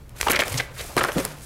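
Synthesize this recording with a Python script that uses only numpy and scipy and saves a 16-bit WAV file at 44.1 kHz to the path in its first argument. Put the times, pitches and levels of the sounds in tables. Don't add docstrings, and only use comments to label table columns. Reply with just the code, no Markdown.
import sys
import numpy as np
from scipy import signal
from scipy.fft import rfft, irfft
from scipy.io import wavfile
from scipy.ndimage import uniform_filter1d

SR = 44100
rng = np.random.default_rng(int(sys.argv[2]) if len(sys.argv) > 2 else 0)


def unload_wav(signal):
    wavfile.write(
        sys.argv[1],
        SR,
        np.round(np.clip(np.atleast_2d(signal).T, -1, 1) * 32767).astype(np.int16),
    )


def nominal_scale(level):
    x = np.asarray(level, float) / 20
    return 10 ** x


N = 63945


def evened(x):
    return x / np.sqrt(np.mean(x ** 2) + 1e-20)


def read(points, hz):
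    f, value = np.transpose(points)
    return np.interp(np.log(hz + 1), np.log(f + 1), value)


def add(mix, s, sound):
    part = mix[round(s * SR):][:len(sound)]
    part += sound[:len(part)]


def coloured(x, points):
    edged = [(points[0][0] / 4, -60)] + list(points) + [(points[-1][0] * 1.6, -50)]
    gain = nominal_scale(read(edged, np.fft.rfftfreq(len(x), 1 / SR)))
    return evened(irfft(rfft(x) * gain, len(x)))


def resonate(x, hz, width):
    turn = np.exp(2j * np.pi * hz * np.arange(len(x)) / SR)
    r = np.exp(-np.pi * width / SR)
    return 2 * (turn * signal.lfilter([1 - r], [1, -r], x / turn)).real


def crackle(per_s, spread_db, share):
    draw = rng.random((N, 2))
    happens = draw[:, 0] < per_s / SR
    size = nominal_scale(-spread_db * np.log(draw[:, 1] + 0.05))
    slips = happens * size * rng.choice([-1., 1.], N)
    return share * evened(slips) + (1 - share) * rng.standard_normal(N)


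def flicker(width_s, depth_db):
    size = max(int(width_s * SR), 2)
    smooth = uniform_filter1d(uniform_filter1d(rng.standard_normal(N), size), size)
    return nominal_scale(depth_db * evened(smooth))


def release(t, width_s):
    u = t / width_s
    return u * (2 - u) * np.exp(-u)


# frequency in Hz, density in dB per Hz.
AIR = [(12, -32), (20, -0.5), (77, -6.5), (146, -11.5), (242, -16.5), (488, -25.5), (1100, -41),
       (14100, -41), (16200, -50)]
# pitch in Hz, width in Hz, level in dB.
RUMBLE = [(58.3, 25, -48.5), (122.4, 28, -49)]


def air():
    out = nominal_scale(-47) * coloured(rng.standard_normal(N), AIR)
    for hz, width, db in RUMBLE:
        hum = resonate(resonate(rng.standard_normal(N), hz, width), hz, 2 * width)
        out = out + nominal_scale(db) * evened(hum)
    return out


# frequency in Hz, t60 in seconds.
ROOM = [(200, 0.9), (600, 0.14), (1500, 0.51), (8000, 0.16)]


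def room(x):
    taps, at = np.zeros(SR // 2), np.arange(200, SR // 2 - 20, 20)
    taps[at + rng.integers(0, 20, len(at))] = rng.choice([-1., 1.], len(at))
    hz, t, z = signal.stft(taps, SR, nperseg=256)
    decay = nominal_scale(-60 * t / read(ROOM, hz)[:, None])
    tail = signal.istft(z * decay, SR, nperseg=256)[1]
    return signal.fftconvolve(x, tail / np.linalg.norm(tail))[:N]


# time in seconds, flex level in dB, slide level in dB.
HANDLING = [(.12, -58, -118), (0.167, -47, -47), (0.209, -46.5, -40), (.23, -37.5, -36.5),
            (0.298, -30, -34.5), (.36, -31.5, -48.5), (.45, -37, -41.5), (0.552, -36.5, -35.5),
            (.62, -40.5, -43.5), (0.703, -48, -64), (0.764, -51.5, -43.5), (0.808, -43, -39),
            (0.95, -50.5, -48), (0.99, -28, -45), (1.132, -37, -44), (1.202, -33, -37), (1.35, -45, -50.5),
            (1.45, -53, -52.5)]
# frequency in Hz, density in dB per Hz.
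FLEX = [(59, -39), (100, -6.5), (312, -7.5), (530, 0.5), (738, -4.5), (1400, -5), (1560, -6.5), (8000, -26),
        (10400, -35), (17600, -120)]
# frequency in Hz, density in dB per Hz.
HISS = [(1470, -5.5), (2500, 5), (2880, 1), (3190, 1), (6340, 1.5), (11500, 1), (16200, -9.5)]


def rustle():
    s, flex_db, slide_db = np.transpose(HANDLING)
    t, shared = np.arange(N) / SR, flicker(0.011, 1.1)
    flex = coloured(crackle(per_s=900, spread_db=-0.5, share=0.37), FLEX) * flicker(0.01, 0.83)
    hiss = coloured(crackle(per_s=2000, spread_db=2.5, share=0.15), HISS) * flicker(0.0028, 2.1)
    flex = nominal_scale(np.interp(t, s, flex_db)) * flex
    hiss = nominal_scale(np.interp(t, s, slide_db)) * hiss
    return shared * (flex + hiss)


# start in seconds, length in seconds, level in dB.
PUSHES = [
    (0.213, 0.043, -31),
    (0.379, 0.057, -35.5),
    (0.522, 0.061, -39),
    (0.733, 0.1, -41),
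    (0.842, 0.044, -36),
    (0.955, 0.046, -34.5),
    (1.149, 0.12, -34.5),
]


def pushes():
    out = np.zeros(N)
    for s, length, db in PUSHES:
        t = np.arange(0, length, 1 / SR)
        hz = 59.8 * rng.uniform(0.615, 1.205)
        sway = np.sin(2 * np.pi * (hz * t + rng.random()))
        add(out, s, nominal_scale(db) * np.sin(np.pi * t / length) * sway)
    return out


THUMP_S = [.266, .29, .294, .541, .962, .968, 1.2, 1.197, 1.275]
# level in dB, pitch in Hz, t60 in seconds.
THUMPS = [
    (-14.5, 825, 0.076),
    (-23, 150, 0.069),
    (-20.5, 208, 0.058),
    (-32, 260, 0.16),
    (-24.5, 129, 0.089),
    (-22.5, 233, 0.084),
    (-27.5, 380, 0.11),
    (-24, 540, 0.08),
    (-35, 149.6, 0.29),
]


def thumps():
    out, t = np.zeros(N), np.arange(0, 0.4, 1 / SR)
    onset = 1 - np.exp(-t / 0.003)
    for s, (db, hz, t60) in zip(THUMP_S, THUMPS):
        add(out, s, nominal_scale(db - 60 * t / t60) * onset * np.sin(2 * np.pi * hz * t))
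    return out


# start in seconds, length in seconds, level in dB, first and last pitch in Hz.
WOBBLES = [
    (0.503, 0.042, -27.5, 132, 60.4),
    (.534, 0.049, -22.5, 135.6, 123),
    (1.158, 0.024, -18.5, 171, 182),
    (1.159, 0.011, -19.5, 299, 292),
    (1.179, 0.023, -19.5, 254, 287),
]


def wobbles():
    out = np.zeros(N)
    for s, length, db, first_hz, last_hz in WOBBLES:
        u = np.arange(0, length, 1 / SR) / length
        phase = 2 * np.pi * np.cumsum(first_hz + (last_hz - first_hz) * u) / SR
        add(out, s, nominal_scale(db) * np.sin(np.pi * u ** 1.1) * np.sin(phase))
    return out


SLIDE_S = [.297, .311, .356, .391, .49, .571, .785, .86, .967, 1.033, 1.06, 1.115, 1.165, 1.42]
# length in seconds, level in dB, centre in Hz.
SLIDES = [(0.022, -24.5, 11500), (0.0036, -22, 20000), (0.0098, -22.5, 3600), (0.028, -32.5, 7200),
          (0.019, -37, 8400), (0.0173, -25.5, 5230), (0.031, -35, 3300), (0.025, -43.5, 8100),
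          (0.035, -31.5, 8300), (0.0059, -28.5, 10400), (0.036, -41.5, 10000), (0.036, -41, 9500),
          (0.049, -39.5, 7200), (.03, -44, 8900)]


def slides():
    drive, out = crackle(per_s=6000, spread_db=3.0, share=0.15), np.zeros(N)
    for s, (length, db, hz) in zip(SLIDE_S, SLIDES):
        t = np.arange(0, min(length, N / SR - s - 0.001), 1 / SR)
        at, width = round(s * SR), hz / 1.2
        swell = np.minimum(t / (0.28 * length), 1)
        stop = np.minimum((length - t) / 0.0012, 1)
        hiss = resonate(resonate(drive[at:at + len(t)], hz, width), hz, width)
        add(out, s, nominal_scale(db - 30.0 * t) * swell * stop * evened(hiss))
    return out


BUCKLE_S = [.199, .2655, .269, .283, .283, .297, .302, .323, .33, .345, .359, .391, .395, .418, .434]
BUCKLE_S_LATE = [.576, .5975, .598, .793, .805, .9665, .973, .975, 1.007, 1.008, 1.039, 1.047, 1.0845,
                 1.163, 1.181, .762, .893, .926, .84, 1.243, 1.085, 1.006, .462]
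# length in seconds, level in dB, pitch in Hz.
BUCKLES = [(0.019, -32, 1500), (0.0084, -18.5, 890), (0.0053, -22, 1400), (0.0052, -21.5, 1000),
           (0.0025, -18, 2370), (0.0108, -20, 364), (0.0077, -16, 1600), (0.032, -17.5, 1560),
           (0.0326, -31, 370), (0.0081, -34, 1700), (0.014, -18, 1840), (0.0154, -21, 590),
           (0.0163, -15.5, 2180), (0.01, -18, 1400), (0.0031, -21.5, 1900), (0.035, -28, 2800),
           (0.0094, -18.5, 1680), (0.015, -34, 570), (0.029, -31.5, 1600), (0.0087, -34, 480),
           (0.0049, -14, 566), (0.024, -17.5, 1200), (0.02, -22, 1730), (0.02, -18, 1050),
           (0.0065, -29, 1400), (0.0026, -23.5, 930), (0.0075, -17, 1140), (0.0166, -21.5, 1260),
           (0.046, -23, 500), (0.0316, -29.5, 1900), (0.0225, -37, 1530), (0.024, -35.5, 770),
           (0.011, -39.5, 700), (.014, -37, 520), (0.024, -30, 510), (0.022, -27, 610), (0.0077, -27, 1500),
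           (0.0265, -33, 430)]


def buckles():
    drive, out = crackle(per_s=3000, spread_db=5.0, share=0.45), np.zeros(N)

    def ring(slips, hz):
        width = hz / 1.565
        return evened(resonate(resonate(slips, hz, width), hz, 2 * width))

    for s, (length, db, hz) in zip(BUCKLE_S + BUCKLE_S_LATE, BUCKLES):
        t, at = np.arange(0, length + 0.012, 1 / SR), round(s * SR)
        rise, fade = np.minimum(t / 0.0028, 1), nominal_scale(-5 * t / length)
        let_go = np.clip((length - t) / 0.003 + 1, 0, 1)
        slips = rise * fade * let_go * drive[at:at + len(t)]
        panel, bow = ring(slips, hz), ring(slips, 0.45 * hz)
        add(out, s, nominal_scale(db - 8.5) * (panel + nominal_scale(-13) * bow))
    return out


# centre in seconds, peak in dB, pitch in Hz.
POPS = [(0.2122, -17.9, 9210), (0.2125, -17.9, 5490), (0.2125, -17.7, 2320), (0.2713, -19.8, 1380),
        (0.2722, -16.9, 820), (0.2837, -18.9, 3000), (0.2861, -17.7, 1160), (0.2995, -22.6, 10040),
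        (0.3021, -20.9, 3890), (0.3021, -18.7, 1950), (0.3024, -20.5, 7110), (0.3054, -23.7, 10940),
        (0.3072, -19.1, 10940), (0.3074, -17.6, 2320), (0.3132, -20.6, 13000), (0.3161, -16.5, 10940),
        (0.3178, -12.7, 11930), (0.3331, -19.1, 2530), (0.3333, -25.4, 10940), (0.3507, -18.0, 1950),
        (0.3626, -20.1, 3890), (0.3633, -16.6, 2320), (0.3659, -17.1, 1950), (0.3908, -24.4, 9210),
        (0.3918, -19.5, 4620), (0.3922, -18.6, 1640), (0.3988, -16.8, 3270), (0.4013, -20.9, 3570),
        (0.4014, -17.4, 2130), (0.4033, -23.6, 5030), (0.4071, -24.2, 13000), (0.4209, -16.9, 1950),
        (0.4233, -19.3, 2320), (0.481, -25.9, 10940), (0.5283, -22.7, 7750), (0.58, -22.2, 6520),
        (0.5828, -25.0, 7750), (0.5856, -22.5, 7750), (0.5988, -18.7, 1950), (0.602, -18.6, 2130),
        (0.9683, -18.1, 980), (0.9769, -18.5, 1270), (0.978, -21.2, 2320), (0.9814, -18.6, 4620),
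        (0.9835, -19.7, 1160), (1.0097, -19.0, 1160), (1.0099, -19.2, 2750), (1.0139, -19.6, 1510),
        (1.0192, -19.5, 1270), (1.036, -23.5, 10040), (1.04, -23.7, 5030), (1.0402, -15.4, 1640),
        (1.0475, -26.0, 11930), (1.0497, -20.2, 1510), (1.1902, -24.9, 9210), (1.2515, -16.2, 11930)]


def pops():
    out = np.zeros(N)
    for s, db, hz in POPS:
        width = 1.1 / hz
        t = np.arange(-3 * width, 3 * width, 1 / SR)
        swell = np.exp(-0.5 * (t / width) ** 2)
        add(out, s + t[0], nominal_scale(db + 2.53) * swell * np.cos(2 * np.pi * hz * (t + s)))
    return out


# start in seconds, peak in dB, width in seconds.
CRACKS = [
    (0.23, -8, 0.000087),
    (1.0397, -4, 0.000099),
    (0.59, -13, 0.00004),
]


def cracks():
    out = np.zeros(N)
    for s, db, width in CRACKS:
        u = np.arange(0, 12 * width, 1 / SR)
        add(out, s, 2 * nominal_scale(db) * release(u, width))
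    return out


SNAP_S = [.0935, .2117, .2985, .3176, .3242, .3328, .3608, .3912, .4068, .4188, .435, .4808, .5275]
SNAP_S_LATE = [.542, .6085, .842, .893, .9662, .9808, 1.0392, 1.0468, 1.0855, 1.119, 1.182, 1.2505]
# peak in dB, length in seconds, brightness of the top band in dB.
SNAPS = [(-44.5, 0.0016, 14), (-9, 0.0031, 2.5), (-10, 0.0042, -6), (-13.5, 0.0015, 12.5),
         (-9, 0.00033, -1), (-16, 0.0011, 7), (-17.5, 0.0032, 1), (-5, 0.0046, -11), (-25.5, 0.0017, 14.5),
         (-13, 0.0019, -15), (-23, 0.0022, 3), (-21.5, 0.001, 11.5), (-23, 0.0032, 7.5),
         (-13.5, 0.0031, -12), (-14.5, 0.0028, -17), (-40, 0.0032, 13), (-45, 0.0026, 5), (-16, 0.003, 4),
         (-6.5, 0.003, -9), (-20, 0.0014, -6), (-21, 0.00064, 12), (-12, 0.0012, -13),
         (-14.5, 0.0018, -5.5), (-12.5, 0.0033, -3.5), (-17, 0.0023, 11.5)]
# frequency in Hz, level in dB.
SNAP = [(450, -47), (900, 4.5), (2300, 5), (4000, -2), (6000, -10.5)]
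# frequency in Hz, level in dB.
SNAP_TOP = [(2500, -17.5), (4500, -12), (9000, -5.5), (13000, -12.5), (16000, -18)]


def snaps():
    drive, out = rng.standard_normal(N), np.zeros(N)
    body, top = coloured(drive, SNAP), coloured(drive, SNAP_TOP)
    for s, (db, length, top_db) in zip(SNAP_S + SNAP_S_LATE, SNAPS):
        t, at = np.arange(0, 3 * length, 1 / SR), round(s * SR)
        shape = np.minimum(t / 0.00058, 1) * np.exp(-(t / length) ** 2 * 1.5)
        kick = nominal_scale(-4.5) * evened(release(t, 0.00017)) * np.sign(drive[at])
        crack = evened(shape * body[at:at + len(t)])
        edge = nominal_scale(top_db) * evened(shape * top[at:at + len(t)])
        add(out, s, nominal_scale(db - 20.0) * (kick + crack + edge))
    return out


def desk_bounce(x):
    out = x.copy()
    add(out, 0.000946, nominal_scale(-9.5) * x)
    return out


# pitch in Hz, width in Hz, level in dB.
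STACK = [(571, 50, -3), (428, 52, 0), (360.6, 15, 2.5)]


def pile(x):
    return sum(nominal_scale(db) * resonate(x, hz, width) for hz, width, db in STACK)


def scene():
    creases = desk_bounce(snaps() + cracks())
    sheets = buckles() + slides()
    desk = thumps() + pushes() + wobbles()
    paper = creases + sheets + desk + pops()
    steady = rustle()
    ringing = pile(paper + 0.28 * steady)
    return (paper + ringing + nominal_scale(-16.5) * room(paper) + steady + air())[None]


def band_limit(x):
    return signal.sosfilt(signal.butter(12, 16630, fs=SR, output="sos"), x)


def record(dry):
    hz = np.fft.rfftfreq(N, 1 / SR)
    gain = np.where(hz < 15780, 1, nominal_scale(-38) * (hz < 16500))
    limited = irfft(rfft(dry) * gain, N)
    return band_limit(limited)


dry = scene()
out = record(dry)
unload_wav(out)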